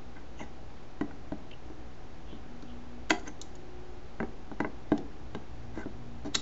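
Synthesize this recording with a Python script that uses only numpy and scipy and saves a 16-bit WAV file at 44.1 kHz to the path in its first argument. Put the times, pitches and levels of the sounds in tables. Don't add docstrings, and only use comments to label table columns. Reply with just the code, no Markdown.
import sys
import numpy as np
from scipy import signal
from scipy.fft import rfft, irfft
from scipy.io import wavfile

SR = 44100
rng = np.random.default_rng(int(sys.argv[2]) if len(sys.argv) > 2 else 0)


def persist_wave(psi):
    counts = np.round(np.clip(psi, -1, 1) * 32767).astype(np.int16)
    wavfile.write(sys.argv[1], SR, np.atleast_2d(counts).T)


N = 282813
TIME_S = np.arange(N) / SR

# frequency in Hz, RMS level in dB.
HUM_TONES = [(59.2, -56), (119.5, -62.5), (237, -62.5), (356, -68), (748, -65.5), (813, -69.5)]
# middle in seconds, length in seconds, frequency in Hz,
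# top RMS level in dB.
HUM_SWELLS = [(.05, 0.3, 245, -55.5), (2.8, 1.05, 241.7, -50.5), (3.804, 0.7, 361.2, -53),
              (6.052, 2.6, 116.9, -51.5), (6.05, 1.3, 234.4, -54)]
# frequency in Hz, relative density in dB.
AIR_SPECTRUM = [(12, -21), (20, 7), (27, -7.5), (62, -3), (86, -9), (125, -12), (148, -11.5), (232, -17.5),
                (297, -10), (353, -15), (389, -15.5), (760, -21), (860, -22), (6220, -40.5), (7200, -44),
                (9620, -99), (16300, -120)]
# frequency in Hz, level in dB, t60 in seconds, change for an edge hit in dB.
BOARD_MODES = [(131, -42.5, 0.31, 0), (183.8, -39.5, 0.11, 19), (221, -27.5, 0.11, 11),
               (299, -8.5, 0.055, -12.5), (334.3, -23, 0.081, 1.5), (390.4, -22, 0.065, 2.5),
               (527, -23.5, 0.036, -0.5), (657, -17.5, 0.045, -11), (708, -21, 0.072, -8.5),
               (838, -17, 0.025, 0), (945, -14.5, 0.012, 4.5), (1525, -18, 0.028, 2),
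               (1580, -19.5, 0.03, -5), (2008, -16.5, 0.032, -2), (2180, -26, 0.0065, -6),
               (2660, -27.5, 0.02, 3)]
# frequency in Hz, level in dB, t60 in seconds.
STEEL_MODES = [(3040, -24.5, 0.013), (3590, -32.5, 0.015), (3796, -23.5, 0.019), (4220, -30, 0.025),
               (4480, -28.5, 0.014), (5440, -28.5, 0.0049), (5850, -29, 0.026), (6300, -36.5, 0.046),
               (6660, -28, 0.016), (6770, -30.5, 0.016), (7100, -33, 0.014), (7270, -34.5, 0.01)]
# middle in seconds, length in seconds, board gain in dB,
# contact time in ms, nearness to the edge from 0 to 1, steel gain in dB.
SCRAPES = [(.172, 0.052, -26.5, 0.46, .65, -39), (0.404, 0.044, -14.5, 1.4, 0.93, -27),
           (.435, .04, -21, 1.35, 0.95, -28), (3.273, .06, -17, 0.61, 0.34, -24),
           (5.79, .14, -15.5, 0.66, 0.35, -25.5), (6.261, 0.052, -12, 1.43, 0.3, -18)]
# middle in seconds, length in seconds, pitch in Hz, top RMS level in dB,
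# bandwidth in Hz.
SQUEAKS = [(0.409, 0.034, 820, -44, 250), (0.403, 0.079, 2830, -55.5, 450), (0.407, 0.098, 6370, -59, 700),
           (1.514, .012, 2710, -45, 800), (1.534, 0.017, 2770, -48, 300), (2.322, 0.18, 3210, -60, 650),
           (2.7, 0.1, 3100, -61.5, 550), (3.278, 0.029, 1550, -49, 350), (3.279, .02, 2800, -52, 400),
           (3.28, .02, 6230, -46, 500)]
# middle in seconds, length in seconds, pitch in Hz, peak in dB.
CHIRPS = [(.397, .012, 2000, -46), (0.4135, .014, 2080, -43), (.429, .026, 2010, -45),
          (5.813, .009, 1556, -43), (5.835, .022, 1500, -42)]
# start in seconds, board gain in dB, contact time in ms,
# nearness to the edge from 0 to 1, steel gain in dB, board pitch as a ratio.
KNOCKS = [(1.01, -4, 1.27, 0.4, -16, 0.97), (1.109, -24, 0.69, 0.9, -38, 0.96),
          (1.3196, -5, 1.96, 0.37, -17.5, 0.96), (1.699, -17.5, 2.3, 0.14, -29, 1.08),
          (2.326, -13, 3.2, 0.6, -23, 1.01), (2.6246, -16.5, 2.4, 0.5, -30, 0.88),
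          (3.1139, -10.5, 0.35, 0.6, -12, 1.05), (4.2012, -6.5, 0.46, 0.98, -33, 1.004),
          (4.2284, -9, 1.05, 0.56, -29, 1.09), (4.514, -12, 1.48, 0.55, -25, 0.98),
          (4.6023, -2, 0.66, 0.41, -20, 1), (4.6457, -6.5, 0.68, 0.68, -48, 1),
          (4.9178, 5.5, 1.82, 0.37, -8, 1.01), (4.978, -15.5, 1.3, 0.95, -36, 0.93),
          (5.348, -8, 1.34, 0.86, -31, 1.04), (5.7733, -9, 2.1, 0.36, -19.5, 1.06),
          (5.8569, -5.5, 3.0, 0.36, -20, 0.93), (6.248, -14, 1.9, 0.78, -23, 1.04)]
# start in seconds, gain in dB, board contact time in ms, low cut in Hz.
CLICKS = [(2.6235, -23, 1.3, 3000), (3.1022, -14, 1.3, 1500), (3.1295, -23, .6, 2000),
          (3.149, -29, .6, 2500), (3.195, -22, .7, 5500), (3.4143, -9, 0.065, 4200),
          (3.5533, -24.5, .7, 4500), (4.977, -11.5, 2.06, 3300), (5.348, -10.5, 2.95, 2000)]
# frequency in Hz, level in dB, t60 in seconds.
FREED_MODES = [(320, -17.5, 0.12), (392, -30, 0.16), (720, -22, 0.11), (816, -26.5, 0.1), (966, -16, 0.036),
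               (1450, -13.5, 0.033), (1506, -18, 0.024), (2020, -11, 0.034), (2225, -29, .05),
               (2570, -18, 0.027), (3250, -17.5, 0.026), (3420, -29, 0.03), (4160, -24, 0.024),
               (4570, -19.5, 0.02), (6030, -33, .03), (6500, -27, 0.031), (6910, -24.5, 0.027)]
# start in seconds, gain in dB.
CLATTER_TOUCHES = [(6.3463, -4), (6.3493, -2.5), (6.3519, 4), (6.3563, -7.5), (6.372, -24), (6.396, -19)]
# frequency in Hz, level in dB, t60 in seconds.
SHUT_MODES = [(1290, -31, .015), (1855, -33.5, 0.027), (1990, -33, .03), (2760, -24.5, 0.013),
              (3320, -39, .04), (3520, -25, 0.02), (3806, -20.5, 0.022), (3986, -30, .02), (4260, -32, .04),
              (5370, -30, 0.031), (5920, -31, .018), (6630, -28, 0.018), (7380, -27.5, 0.028)]
# frequency in Hz, level in dB, t60 in seconds.
ROOM_DECAY = [(120, -12.5, 0.47), (302, -10, 0.67), (800, -8, 0.28), (2000, -12, 0.19), (4500, -11, 0.24),
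              (7500, -14, 0.4)]

GRIND_S = 0.018
CLICK_EDGE = 0.51


def from_db(db):
    return 10 ** (np.asarray(db) / 20)


def unit_energy(x):
    return x / np.sqrt(np.sum(x ** 2) + 1e-20)


def filtered(x, hz, kind):
    return signal.sosfilt(signal.butter(2, hz, kind, fs=SR, output="sos"), x)


def at_hz(rows, hz):
    points_hz, *columns = np.transpose(rows)
    return [np.interp(np.log(hz), np.log(points_hz), column) for column in columns]


def add(track, start_s, sound):
    start = max(round(start_s * SR), 0)
    part = sound[:max(N - start, 0)]
    track[start:start + len(part)] += part


def dying_noise(t, t60_s):
    return unit_energy(rng.standard_normal(len(t)) * np.exp(-np.log(1000) * t / t60_s))


def body(force, modes, wash_db, wash_t60_s, wash_hz, build_cycles=0.93, spread_db=1.5):
    t, ring = TIME_S[:SR // 5], 0
    for hz, db, t60_s in modes:
        envelope = np.exp(-np.log(1000) * t / t60_s) * (1 - np.exp(-t * hz / build_cycles))
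        gain = from_db(db + spread_db * rng.standard_normal())
        ring = ring + gain * envelope * np.cos(2 * np.pi * hz * t)
    wash = from_db(wash_db) * filtered(dying_noise(t, wash_t60_s), wash_hz, "band")
    return signal.fftconvolve(force, ring + wash)


def hum():
    tones = [(hz, from_db(db)) for hz, db in HUM_TONES]
    for middle_s, length_s, hz, db in HUM_SWELLS:
        arch = np.cos(np.pi * np.clip((TIME_S - middle_s) / length_s, -0.5, 0.5))
        tones.append((hz, from_db(db) * arch))
    return np.sqrt(2) * sum(rms * np.sin(2 * np.pi * (hz * TIME_S + rng.random())) for hz, rms in tones)


def air(rms_db=-47.5):
    hz = np.maximum(np.arange(N // 2 + 1) * SR / N, 1)
    density_db, = at_hz(AIR_SPECTRUM, hz)
    noise = irfft(rfft(rng.standard_normal(N)) * from_db(density_db), N)
    return from_db(rms_db) * np.sqrt(N) * unit_energy(noise)


def slide(length_s, slips_per_s=1400, spread_db=4):
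    size = int(length_s * SR)
    slips = (rng.random(size) < slips_per_s / SR) * rng.choice([-1, 1], size)
    return unit_energy(slips * from_db(spread_db * rng.standard_normal(size)) * np.hanning(size))


def soften(force, contact_ms, rebound_ratio=0.019):
    corner_hz = min(1000 / contact_ms, 0.4 * SR)
    return filtered(filtered(force, corner_hz, "low"), rebound_ratio * corner_hz, "high")


def contact(force, board_db, contact_ms, edge, steel_db, stiffness_ratio=7.1, pitch_ratio=1):
    modes = [(hz * pitch_ratio, db + edge * edge_db, t60_s) for hz, db, t60_s, edge_db in BOARD_MODES]
    board_force = soften(force, contact_ms)
    steel_force = soften(force, contact_ms / stiffness_ratio)
    board = body(board_force, modes, wash_db=2, wash_t60_s=0.055, wash_hz=(330, 1100))
    steel = body(steel_force, STEEL_MODES, wash_db=-1.5, wash_t60_s=0.033, wash_hz=(2800, 9500))
    return from_db(board_db) * board + from_db(steel_db) * steel


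def scrapes():
    out = np.zeros(N)
    for middle_s, length_s, board_db, contact_ms, edge, steel_db in SCRAPES:
        add(out, middle_s - length_s / 2, contact(slide(length_s), board_db, contact_ms, edge, steel_db))
    return out


def room(x, onset_s=0.0014):
    t, tail = TIME_S[:SR * 3 // 4], 0
    edges_hz = np.geomspace(80, 9000, 12)
    for low_hz, high_hz in zip(edges_hz, edges_hz[1:]):
        db, t60_s = at_hz(ROOM_DECAY, np.sqrt(low_hz * high_hz))
        tail = tail + from_db(db) * filtered(dying_noise(t, t60_s), (low_hz, high_hz), "band")
    return signal.fftconvolve(x, tail * np.minimum(t / onset_s, 1) ** 2)[:N]


def squeaks():
    out = np.zeros(N)
    for middle_s, length_s, hz, db, width_hz in SQUEAKS:
        size = int(length_s * SR)
        noise = filtered(rng.standard_normal(SR // 4), (hz - width_hz / 2, hz + width_hz / 2), "band")
        rub = unit_energy(noise[-size:]) * np.sqrt(size)
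        add(out, middle_s - length_s / 2, from_db(db) * rub * np.hanning(size))
    return out


def chirps(sag_per_s=1.2, waver_depth=0.041, waver_hz=450):
    out = np.zeros(N)
    for middle_s, length_s, hz, db in CHIRPS:
        t = TIME_S[:int(length_s * SR)]
        noise = filtered(rng.standard_normal(SR // 4), waver_hz, "low")
        waver = waver_depth * noise[-len(t):] / noise.std()
        pitch_hz = hz * (1 - sag_per_s * (t - length_s / 2) + waver)
        tone = np.sin(2 * np.pi * np.cumsum(pitch_hz) / SR)
        add(out, middle_s - length_s / 2, from_db(db) * np.sin(np.pi * t / length_s) * tone)
    return out


def tap(crunch=0.5, crunch_t60_s=0.02, low_cut_hz=450):
    force = crunch * filtered(dying_noise(TIME_S[:SR // 20], crunch_t60_s), low_cut_hz, "high")
    force[0] += 1
    return force / np.sqrt(1 + crunch ** 2)


def knocks(stiffness_ratio=4.1):
    out = np.zeros(N)
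    for start_s, board_db, contact_ms, edge, steel_db, pitch_ratio in KNOCKS:
        knock = contact(tap(), board_db, contact_ms, edge, steel_db, stiffness_ratio, pitch_ratio)
        add(out, start_s, knock)
    return out


def clicks(board_offset_db=-26):
    out = np.zeros(N)
    for start_s, db, contact_ms, low_cut_hz in CLICKS:
        ring = contact(tap(), db + board_offset_db, contact_ms, CLICK_EDGE, steel_db=db)
        add(out, start_s, filtered(ring, low_cut_hz, "high"))
    return out


def snip(snap_s=3.1049, grind_ahead_s=0.004):
    out = np.zeros(N)
    grind = contact(slide(GRIND_S), board_db=-9.5, contact_ms=0.27, edge=0.57, steel_db=-7)
    add(out, snap_s - grind_ahead_s - GRIND_S / 2, grind)
    release = tap(crunch=0.27, crunch_t60_s=0.015)
    crack = body(release, FREED_MODES, wash_db=-4, wash_t60_s=0.024, wash_hz=(6800, 14500),
                 build_cycles=1)
    add(out, snap_s, crack)
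    return out


def shut_jaws(force, db):
    steel = body(force, SHUT_MODES, wash_db=-3, wash_t60_s=0.027, wash_hz=(1100, 8800), build_cycles=1.5)
    board = contact(force, board_db=db - 18, contact_ms=0.99, edge=CLICK_EDGE, steel_db=-np.inf)
    return from_db(db) * steel + board


def clatter(grind_lag_s=0.000977, rattle_ahead_s=0.02):
    out, first_s = np.zeros(N), CLATTER_TOUCHES[0][0]
    add(out, first_s + grind_lag_s - GRIND_S / 2, shut_jaws(slide(GRIND_S), db=-5.5))
    for start_s, db in CLATTER_TOUCHES:
        add(out, start_s, shut_jaws(tap(), db))
    add(out, first_s - rattle_ahead_s, shut_jaws(slide(length_s=0.061), db=-15))
    return out


def scene():
    work = knocks() + snip() + clatter() + clicks() + scrapes() + squeaks() + chirps()
    return (work + room(work) + hum() + air())[None]


def record(dry, ceiling=0.5, cut_hz=7400, fizz_hz=9300, fizz_db=-21.5, top_hz=15200, dc=-0.0134):
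    rounded = ceiling * np.tanh(dry / ceiling)
    dull = signal.sosfilt(signal.cheby1(10, 0.2, cut_hz, fs=SR, output="sos"), rounded)
    fizz = from_db(fizz_db) * filtered(rounded, fizz_hz, "high")
    top_cut = signal.ellip(10, 0.2, 70, top_hz, fs=SR, output="sos")
    return signal.sosfilt(top_cut, dull + fizz) + dc


dry = scene()
out = record(dry)
persist_wave(out)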